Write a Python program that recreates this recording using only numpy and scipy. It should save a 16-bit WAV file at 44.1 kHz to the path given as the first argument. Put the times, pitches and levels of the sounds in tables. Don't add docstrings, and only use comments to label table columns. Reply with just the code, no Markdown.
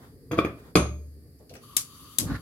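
import sys
import numpy as np
from scipy import signal
from scipy.fft import rfft, irfft
from scipy.io import wavfile
from scipy.ndimage import uniform_filter1d

SR = 44100
rng = np.random.default_rng(int(sys.argv[2]) if len(sys.argv) > 2 else 0)


def master_out(mix):
    frames = np.transpose(np.atleast_2d(mix))
    ceiling = np.clip(frames, -1, 1)
    pcm = np.round(ceiling * 32767).astype(np.int16)
    wavfile.write(sys.argv[1], SR, pcm)


def level_to_linear(level):
    exponent = np.asarray(level, float) / 20
    return 10 ** exponent


N = 106369
T = np.arange(N) / SR
LEFT_RIGHT = np.array([[1], [-1]])
HELD = T < 0.7
TREBLE_LEFT_DB = 6


def unit(x):
    return x / np.sqrt(np.mean(x ** 2) + 1e-30)


def curve(rows, col=1):
    return np.interp(T, [r[0] for r in rows], [r[col] for r in rows])


def colour(x, points):
    f = np.arange(x.shape[-1] // 2 + 1) * SR / x.shape[-1] + 1
    p = np.array(points, float)
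    gain = level_to_linear(np.interp(np.log(f), np.log(p[:, 0]), p[:, 1]))
    return irfft(rfft(x) * gain, x.shape[-1])


def band(x, hz, width_hz):
    return signal.lfilter(*signal.iirpeak(min(hz, .45 * SR), max(hz / width_hz, .3), SR), x)


def ring(x, modes):
    total = 0
    for hz, db, t60 in modes:
        pole = np.exp(2j * np.pi * hz / SR - np.log(1000) / (t60 * SR))
        total = total + level_to_linear(db) * signal.lfilter([1], [1, -pole], x).imag
    return total


def pair(alike_hz):
    mid, side = rng.standard_normal((2, N))
    treble = signal.butter(2, alike_hz, "high", fs=SR, output="sos")
    side = 0.23 * side + signal.sosfilt(treble, side)
    return np.array([mid + side, mid - side])


def walk(rate):
    k = int(SR / rate)
    return unit(uniform_filter1d(uniform_filter1d(rng.standard_normal(N), k), k))


def tail(x, t60, top_t60, points=((20, 0), (20000, 0)), alike_hz=600):
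    noise = colour(pair(alike_hz), points)[:, :SR // 2]
    low = signal.sosfilt(signal.butter(1, 2500, fs=SR, output="sos"), noise)
    t = T[:SR // 2]
    h = low * level_to_linear(-60 * t / t60) + (noise - low) * level_to_linear(-60 * t / top_t60)
    return signal.fftconvolve(x[None], h / np.sqrt(np.sum(h ** 2) / 2), axes=1)[:, :N]


def ports(x, left_db):
    lag_s = .00005
    top = signal.sosfilt(signal.butter(1, 1500, "high", fs=SR, output="sos"), x)
    left = x + (level_to_linear(left_db / 2) - 1) * top
    right = np.interp(T - lag_s, T, x + (level_to_linear(-left_db / 2) - 1) * top)
    return np.array([left, right])


def burst(at, rise, hold, fall):
    attack = np.clip((T - at) / rise, 0, 1)
    return attack * np.exp(-np.clip(T - at - rise - hold, 0, None) / fall)


# f/Hz, spectral level/dB
KITCHEN_COLOUR = [(15, -50), (25, -14.5), (75, -10), (159, -11.5), (195, -34.5), (253, -11), (324, -22),
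                  (415, -14.5), (540, -25.5), (680, -60), (1300, -88.5), (2200, -120)]
# t/s, level/dB
KITCHEN_LEVEL = [(0, -55), (.3, -47.5), (1.0, -49), (1.3, -57.5), (1.45, -58), (1.55, -49), (1.7, -57),
                 (2.42, -63)]
# f/Hz, spectral level/dB
HISS_COLOUR = [(410, -28), (700, -15.5), (900, -28), (1840, -10), (3410, -32), (4730, -5), (5840, -22.5),
               (11700, -7.5), (16000, -21.5)]
# f/Hz, spectral level/dB
SLEEVE_COLOUR = [(150, -19), (300, 5), (800, -1.5), (1900, -8.5), (2300, -17.5), (2900, -20.5),
                 (3500, -14.5), (4500, -22.5)]
# t/s, level/dB
SLEEVE_LEVEL = [(0, -53), (.05, -53), (.1, -62.5), (.2, -75.5), (.5, -66), (.58, -53.5), (.68, -54.5),
                (.74, -66), (.8, -100)]


def kitchen():
    low = unit(colour(pair(1200), KITCHEN_COLOUR)) * level_to_linear(curve(KITCHEN_LEVEL) + 2 * walk(36))
    sleeve = unit(colour(pair(800), SLEEVE_COLOUR)) * level_to_linear(curve(SLEEVE_LEVEL) + 2 * walk(40))
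    hiss = level_to_linear(-67.5 + 4.5) * unit(colour(pair(300), HISS_COLOUR))
    return low + hiss + sleeve


# t/s, level/dB, contact hardness f/Hz, level of the rough edge/dB
KNOCKS = [(0.3122, -24.5, 750, -15), (0.3165, -36, 1200, -14), (0.333, -28.5, 1190, -7),
          (0.3793, -29.5, 900, -17), (0.3868, -21.5, 2100, -25), (0.3884, -10, 2700, -19),
          (0.391, -22, 2580, -19), (0.402, -39, 700, -7.5), (0.406, -40, 1200, -9),
          (0.4487, -22.5, 1720, 13.5), (0.4483, -19, 1650, 5.5), (0.534, -44.5, 1000, -1.5),
          (0.7544, -6, 1800, 17), (0.7572, -11.5, 2500, 5), (0.7611, -17.5, 1500, 5.5),
          (0.771, -12.5, 2190, -2), (0.7751, -21.5, 2470, 0.5), (0.794, -39.5, 496, -4)]


def knock_forces():
    push, edge = np.zeros(N), np.zeros(N)
    contact_s = .00015
    for at, db, hard_hz, edge_db in KNOCKS:
        grit = (1 + rng.standard_normal(N)) * burst(at, .0001, 0, contact_s)
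        blow = burst(at, 0.00025, 0, 0.14 / hard_hz)
        push -= level_to_linear(db) * blow / blow.sum() * 4
        edge += level_to_linear(db + edge_db) * grit / np.sqrt(np.sum(grit ** 2))
    return push, edge


# t/s, level/dB
SCRAPE = [(.308, -80.5), (.314, -30), (.345, -39.5), (.365, -52), (.385, -22.5), (.42, -57.5), (.46, -41),
          (.55, -80.5)]


def scrape_force():
    slips_per_s = 1100
    slips = (rng.random(N) < slips_per_s / SR) * rng.standard_normal(N)
    return level_to_linear(curve(SCRAPE)) * unit(slips)


CAP_HZ = [1135, 1190, 1254, 2350, 3328, 4800, 5600, 6277, 6530, 7811, 8866, 10080, 10760, 11850, 13300]
# level/dB, T60/s
CAP_MODES = [(-9.5, 0.058), (2.5, 0.04), (-15.5, 0.044), (-19.5, 0.0614), (-16, 0.18), (-13, 0.04),
             (-28, 0.16), (-17.5, 0.13), (-12.5, 0.08), (-23.5, 0.095), (-12.5, 0.23), (-14, 0.31),
             (-11, 0.17), (-13.5, 0.084), (-16, 0.065)]
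# f/Hz, level/dB, T60/s
RIM_MODES = [(7138, -19.5, .07), (7370, -21.5, .1), (7950, -19.5, 0.0584), (9040, -8.5, 0.082),
             (9586, -5.5, 0.097), (9200, -3, .07), (11066, -11, 0.0805), (11390, -9, .08), (12180, -9, .1),
             (12680, -9, 0.12), (13800, -13.5, .1), (14230, -14.5, .1), (14630, -15.5, .1)]


def cap_ringing(edge, slide):
    held_t60_s = 0.052
    free = [(hz, *mode) for hz, mode in zip(CAP_HZ, CAP_MODES)]
    damped = [(hz, db, min(t60, held_t60_s)) for hz, db, t60 in free]
    body = ring((edge + 0.58 * slide) * HELD, damped) + ring(edge * ~HELD, free)
    held_rim = ring(edge * HELD, [(6600, 1, .1), (11770, -3.5, .12), (13300, -4, .1)])
    return level_to_linear(-27.5) * body + level_to_linear(-42.5) * held_rim + level_to_linear(-44) * ring(edge * ~HELD, RIM_MODES)


# f/Hz, level/dB, T60/s
PRESSED_MODES = [(120.4, 0.5, 0.15), (168.9, 1, 0.13), (200, -6.5, 0.26), (295, -12, 0.16), (324, 5, .07),
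                 (412, -0.5, 0.051), (478, 1, 0.1), (570, -3, 0.08), (677, 4, 0.08), (920, -26, .06),
                 (1311, -11.5, 0.0277)]
# f/Hz, level/dB, T60/s
PANEL_MODES = [(117.2, 5, 0.33), (173.2, 7, 0.38), (188, -3, 0.31), (237, -21, 0.25), (310.7, -11, .3),
               (399, -7, 0.1937), (463, -2, 0.382), (595, -9, 0.44), (588.5, -6.5, 0.3), (680, -9, 0.33),
               (865, -29, 0.038), (1540, -2, 0.12)]
# f/Hz, level/dB, T60/s
BOOM_MODES = [(74.2, 2, 1.07)]
# f/Hz, level/dB, T60/s
CRACK_MODES = [(394, -3, 0.033), (595, -0.5, 0.014), (1180, 4.5, 0.012), (2408, 0, 0.019), (3400, 2, 0.013),
               (4440, -14, 0.024)]


def stove_ringing(push, slide):
    panel = ring((push + 1.06 * slide) * HELD, PRESSED_MODES) + ring(push * ~HELD, PANEL_MODES)
    boom = ring(push * level_to_linear(-15.5 * HELD), BOOM_MODES)
    thud = ring(push - band(push, 45.15, 250), CRACK_MODES)
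    return level_to_linear(-27) * panel + level_to_linear(-34.5) * boom + level_to_linear(-8.5) * thud


# f/Hz, spectral level/dB
CLATTER_COLOUR = [(60, -38), (150, -4), (400, -12), (900, -18), (1200, -14), (1800, -21.5), (2420, -11.5),
                  (6380, -20), (14700, -45), (15300, -80.5)]
# f/Hz, spectral level/dB
HELD_CLATTER_COLOUR = [(60, -37.5), (150, -9.5), (400, -16.5), (850, -11), (1250, -8.5), (1800, -18.5),
                       (2420, -21), (4500, -28), (7500, -44.5), (15000, -45.5)]


def cap():
    push, edge = knock_forces()
    slide = scrape_force()
    near = cap_ringing(edge, slide) + stove_ringing(push, slide)
    near -= .7 * band(near, 834, 420)
    shake = edge + .3 * push + .5 * slide
    rattle = tail(shake * ~HELD, 0.29, 0.18, CLATTER_COLOUR)
    rattle = rattle + 1.2 * tail(shake * HELD, 0.17, 0.26, HELD_CLATTER_COLOUR)
    across = level_to_linear(-6) * band(near, 610, 260) * np.array([[-1.3], [.7]])
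    return ports(near, TREBLE_LEFT_DB) + across, 10 * level_to_linear(-19.5) * rattle


# f/Hz, spectral level/dB
ROCK_COLOUR = [(1500, -29), (2400, -10.5), (2900, -10.5), (3500, -1), (4700, -4.5), (5500, -9), (6500, -4),
               (7000, -27.5)]
# f/Hz, level/dB, T60/s
BELL_MODES = [(6600, 3, 0.5), (6420, 8, 0.41), (4300, 18.5, .047), (4270, 14, 0.037), (4780, 19.5, .06),
              (4880, 17.5, .04)]


def drop():
    drop_s, chatter_t60_s = .7548, .3
    hit = np.zeros(N)
    hit[int(drop_s * SR)] = 1
    colours = ROCK_COLOUR + [(14700, -38.5), (15300, -70)]
    chatter = tail(hit, chatter_t60_s, chatter_t60_s, colours) * level_to_linear(1.9 * walk(300))
    return level_to_linear(2) * chatter + level_to_linear(-38.5) * ports(ring(hit, BELL_MODES), TREBLE_LEFT_DB)


TICK_AT_S = [1.389, 1.494, 1.501, 1.502, 1.538, 1.550, 1.553, 1.565]
# level/dB, f/Hz, width/Hz
TICKS = [(-68, 6100, 3300), (-49.5, 4360, 1250), (-56, 3400, 1160), (-59, 10500, 4200), (-48, 4400, 13000),
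         (-53, 15000, 6900), (-47.5, 1300, 2000), (-56, 5900, 710)]
GRIP_AT_S = [
    1.395,
    1.50,
    1.545,
]
GRIP_DB = [-50, -45, -50]


def knob():
    ticks = 0
    for at, (db, hz, width_hz) in zip(TICK_AT_S, TICKS):
        tone = unit(band(rng.standard_normal(N), hz, width_hz))
        ticks = ticks + level_to_linear(db) * tone * burst(at, 0.0006, 0, 0.0032)
    grip = sum(level_to_linear(db) * burst(at, 0.012, 0, 0.043) for at, db in zip(GRIP_AT_S, GRIP_DB))
    soft = [(100, -20), (427, 0), (630, -6), (2.08 * 630, -30), (4000, -45)]  # f/Hz, level/dB
    thud = grip * unit(colour(pair(757), soft))
    return ports(ticks, 17.4) + level_to_linear(0.5) * 2 * tail(ticks, 0.29, 0.1) + thud


JET_HZ = [1165, 3100, 3700, 4580, 6120, 7070, 10300, 11300, 7000]
# width/Hz, level/dB
JET = [(104, 6.5), (430, -9), (297.6, -10.5), (252, -5), (400.9, -14), (190.77, -12), (900, -12.5),
       (1000, -8), (11900, -19)]
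# t/s, level/dB
FLOW = [
    (1.5, -78),
    (1.6, -67),
    (1.635, -50.5),
    (2.17, -48.5),
    (2.25, -48.5),
    (2.42, -53),
]


def gas():
    whistle = 0
    for hz, (width_hz, db) in zip(JET_HZ, JET):
        once = band(pair(2000), hz, 1.7 * width_hz)
        whistle = whistle + level_to_linear(db + 1.8 * walk(25)) * band(once, hz, 1.7 * width_hz)
    return unit(whistle) * level_to_linear(curve(FLOW) + 1.5 * LEFT_RIGHT)


SPARK_S = [
    1.7661,
    2.1844,
]
SPARK_DB = [-14.5, -15]
# f/Hz, spectral level/dB
SPARK_COLOUR = [(120, -25), (300, -16), (800, -29), (2330, -21), (3370, -8), (5230, -12), (6760, -0.5),
                (9580, -4.5), (12200, -1.5), (16000, -22.5)]
# f/Hz, spectral level/dB
WASH_COLOUR = [(200, -21), (2000, -11.5), (4000, -5.5), (7000, -0.5), (11500, -2), (14500, -9.5),
               (16000, -21)]


def igniter():
    rise_s, hold_s, fall_s, wash_t60_s = .0011, .0028, .001, 0.19
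    arc = unit(colour(rng.standard_normal((2, N)), SPARK_COLOUR)) * level_to_linear(2 * walk(1500))
    gap = int((SPARK_S[1] - SPARK_S[0]) * SR)
    arc[:, -gap:] = arc[:, -2 * gap:-gap]
    shape, fade = 0, 0
    for at, db in zip(SPARK_S, SPARK_DB):
        shape = shape + level_to_linear(db) * burst(at, rise_s, hold_s, fall_s)
        fade = fade + level_to_linear(db) * burst(at, 0.0028, 0, wash_t60_s / np.log(1000))
    snap = shape * (arc[0] + 0.82 * arc[1] * LEFT_RIGHT) * level_to_linear(LEFT_RIGHT * 11.5 / 2)
    wash = unit(colour(pair(600), WASH_COLOUR)) * level_to_linear(1.7 * walk(580) + 1.5 * LEFT_RIGHT)
    return snap + level_to_linear(-6.5) * fade * wash


# t/s, rumble level/dB, roar level/dB, roar centre f/Hz
FLAME = [(2.184, -52.5, -93, 900), (2.196, -29.5, -53, 900), (2.23, -27.5, -60, 1000),
         (2.276, -29.5, -44, 1100), (2.283, -31, -42, 1140), (2.32, -27, -40, 1250),
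         (2.355, -31.5, -39, 1370), (2.38, -40.5, -49, 1350), (2.42, -41, -63, 1220)]
# f/Hz, spectral level/dB
RUMBLE_COLOUR = [(18, -50.5), (30, -29), (59, -0.5), (85, -5.5), (118, -1), (190, -9.5), (268, -5.5),
                 (352, -17.5), (613, -25), (900, -39.5), (1170, -54.5), (1980, -120)]


def flame():
    rumble = unit(colour(pair(1500), RUMBLE_COLOUR)) * level_to_linear(curve(FLAME) + 2 * walk(40))
    centre, noise = curve(FLAME, col=3), pair(1800)
    roar_width_hz = 500
    roar = 0
    for hz in range(400, 2800, 250):
        nearness = np.exp(-((hz - centre) / roar_width_hz) ** 2 * 2)
        roar = roar + band(band(noise, hz, 310), hz, 310) * nearness
    hiss = unit(band(pair(1500), 4204, 900))
    roar = unit(roar) + level_to_linear(-11) * hiss
    return rumble + roar * level_to_linear(curve(FLAME, col=2) + 2 * walk(60))


def scene():
    near, rattle = cap()
    room = level_to_linear(-4) * tail(near.mean(axis=0), 0.35, 0.16, alike_hz=1500)
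    return kitchen() + near + rattle + room + drop() + knob() + gas() + igniter() + flame()


def top_cut(x):
    return signal.sosfilt(signal.butter(12, 16680, fs=SR, output="sos"), x)


def record(dry):
    x = signal.sosfilt(signal.butter(4, 55, "high", fs=SR, output="sos"), dry)
    x = signal.sosfilt(signal.ellip(6, .3, 60, 15900, fs=SR, output="sos"), np.tanh(x))
    return top_cut(0.78 * x)


dry = scene()
out = record(dry)
master_out(out)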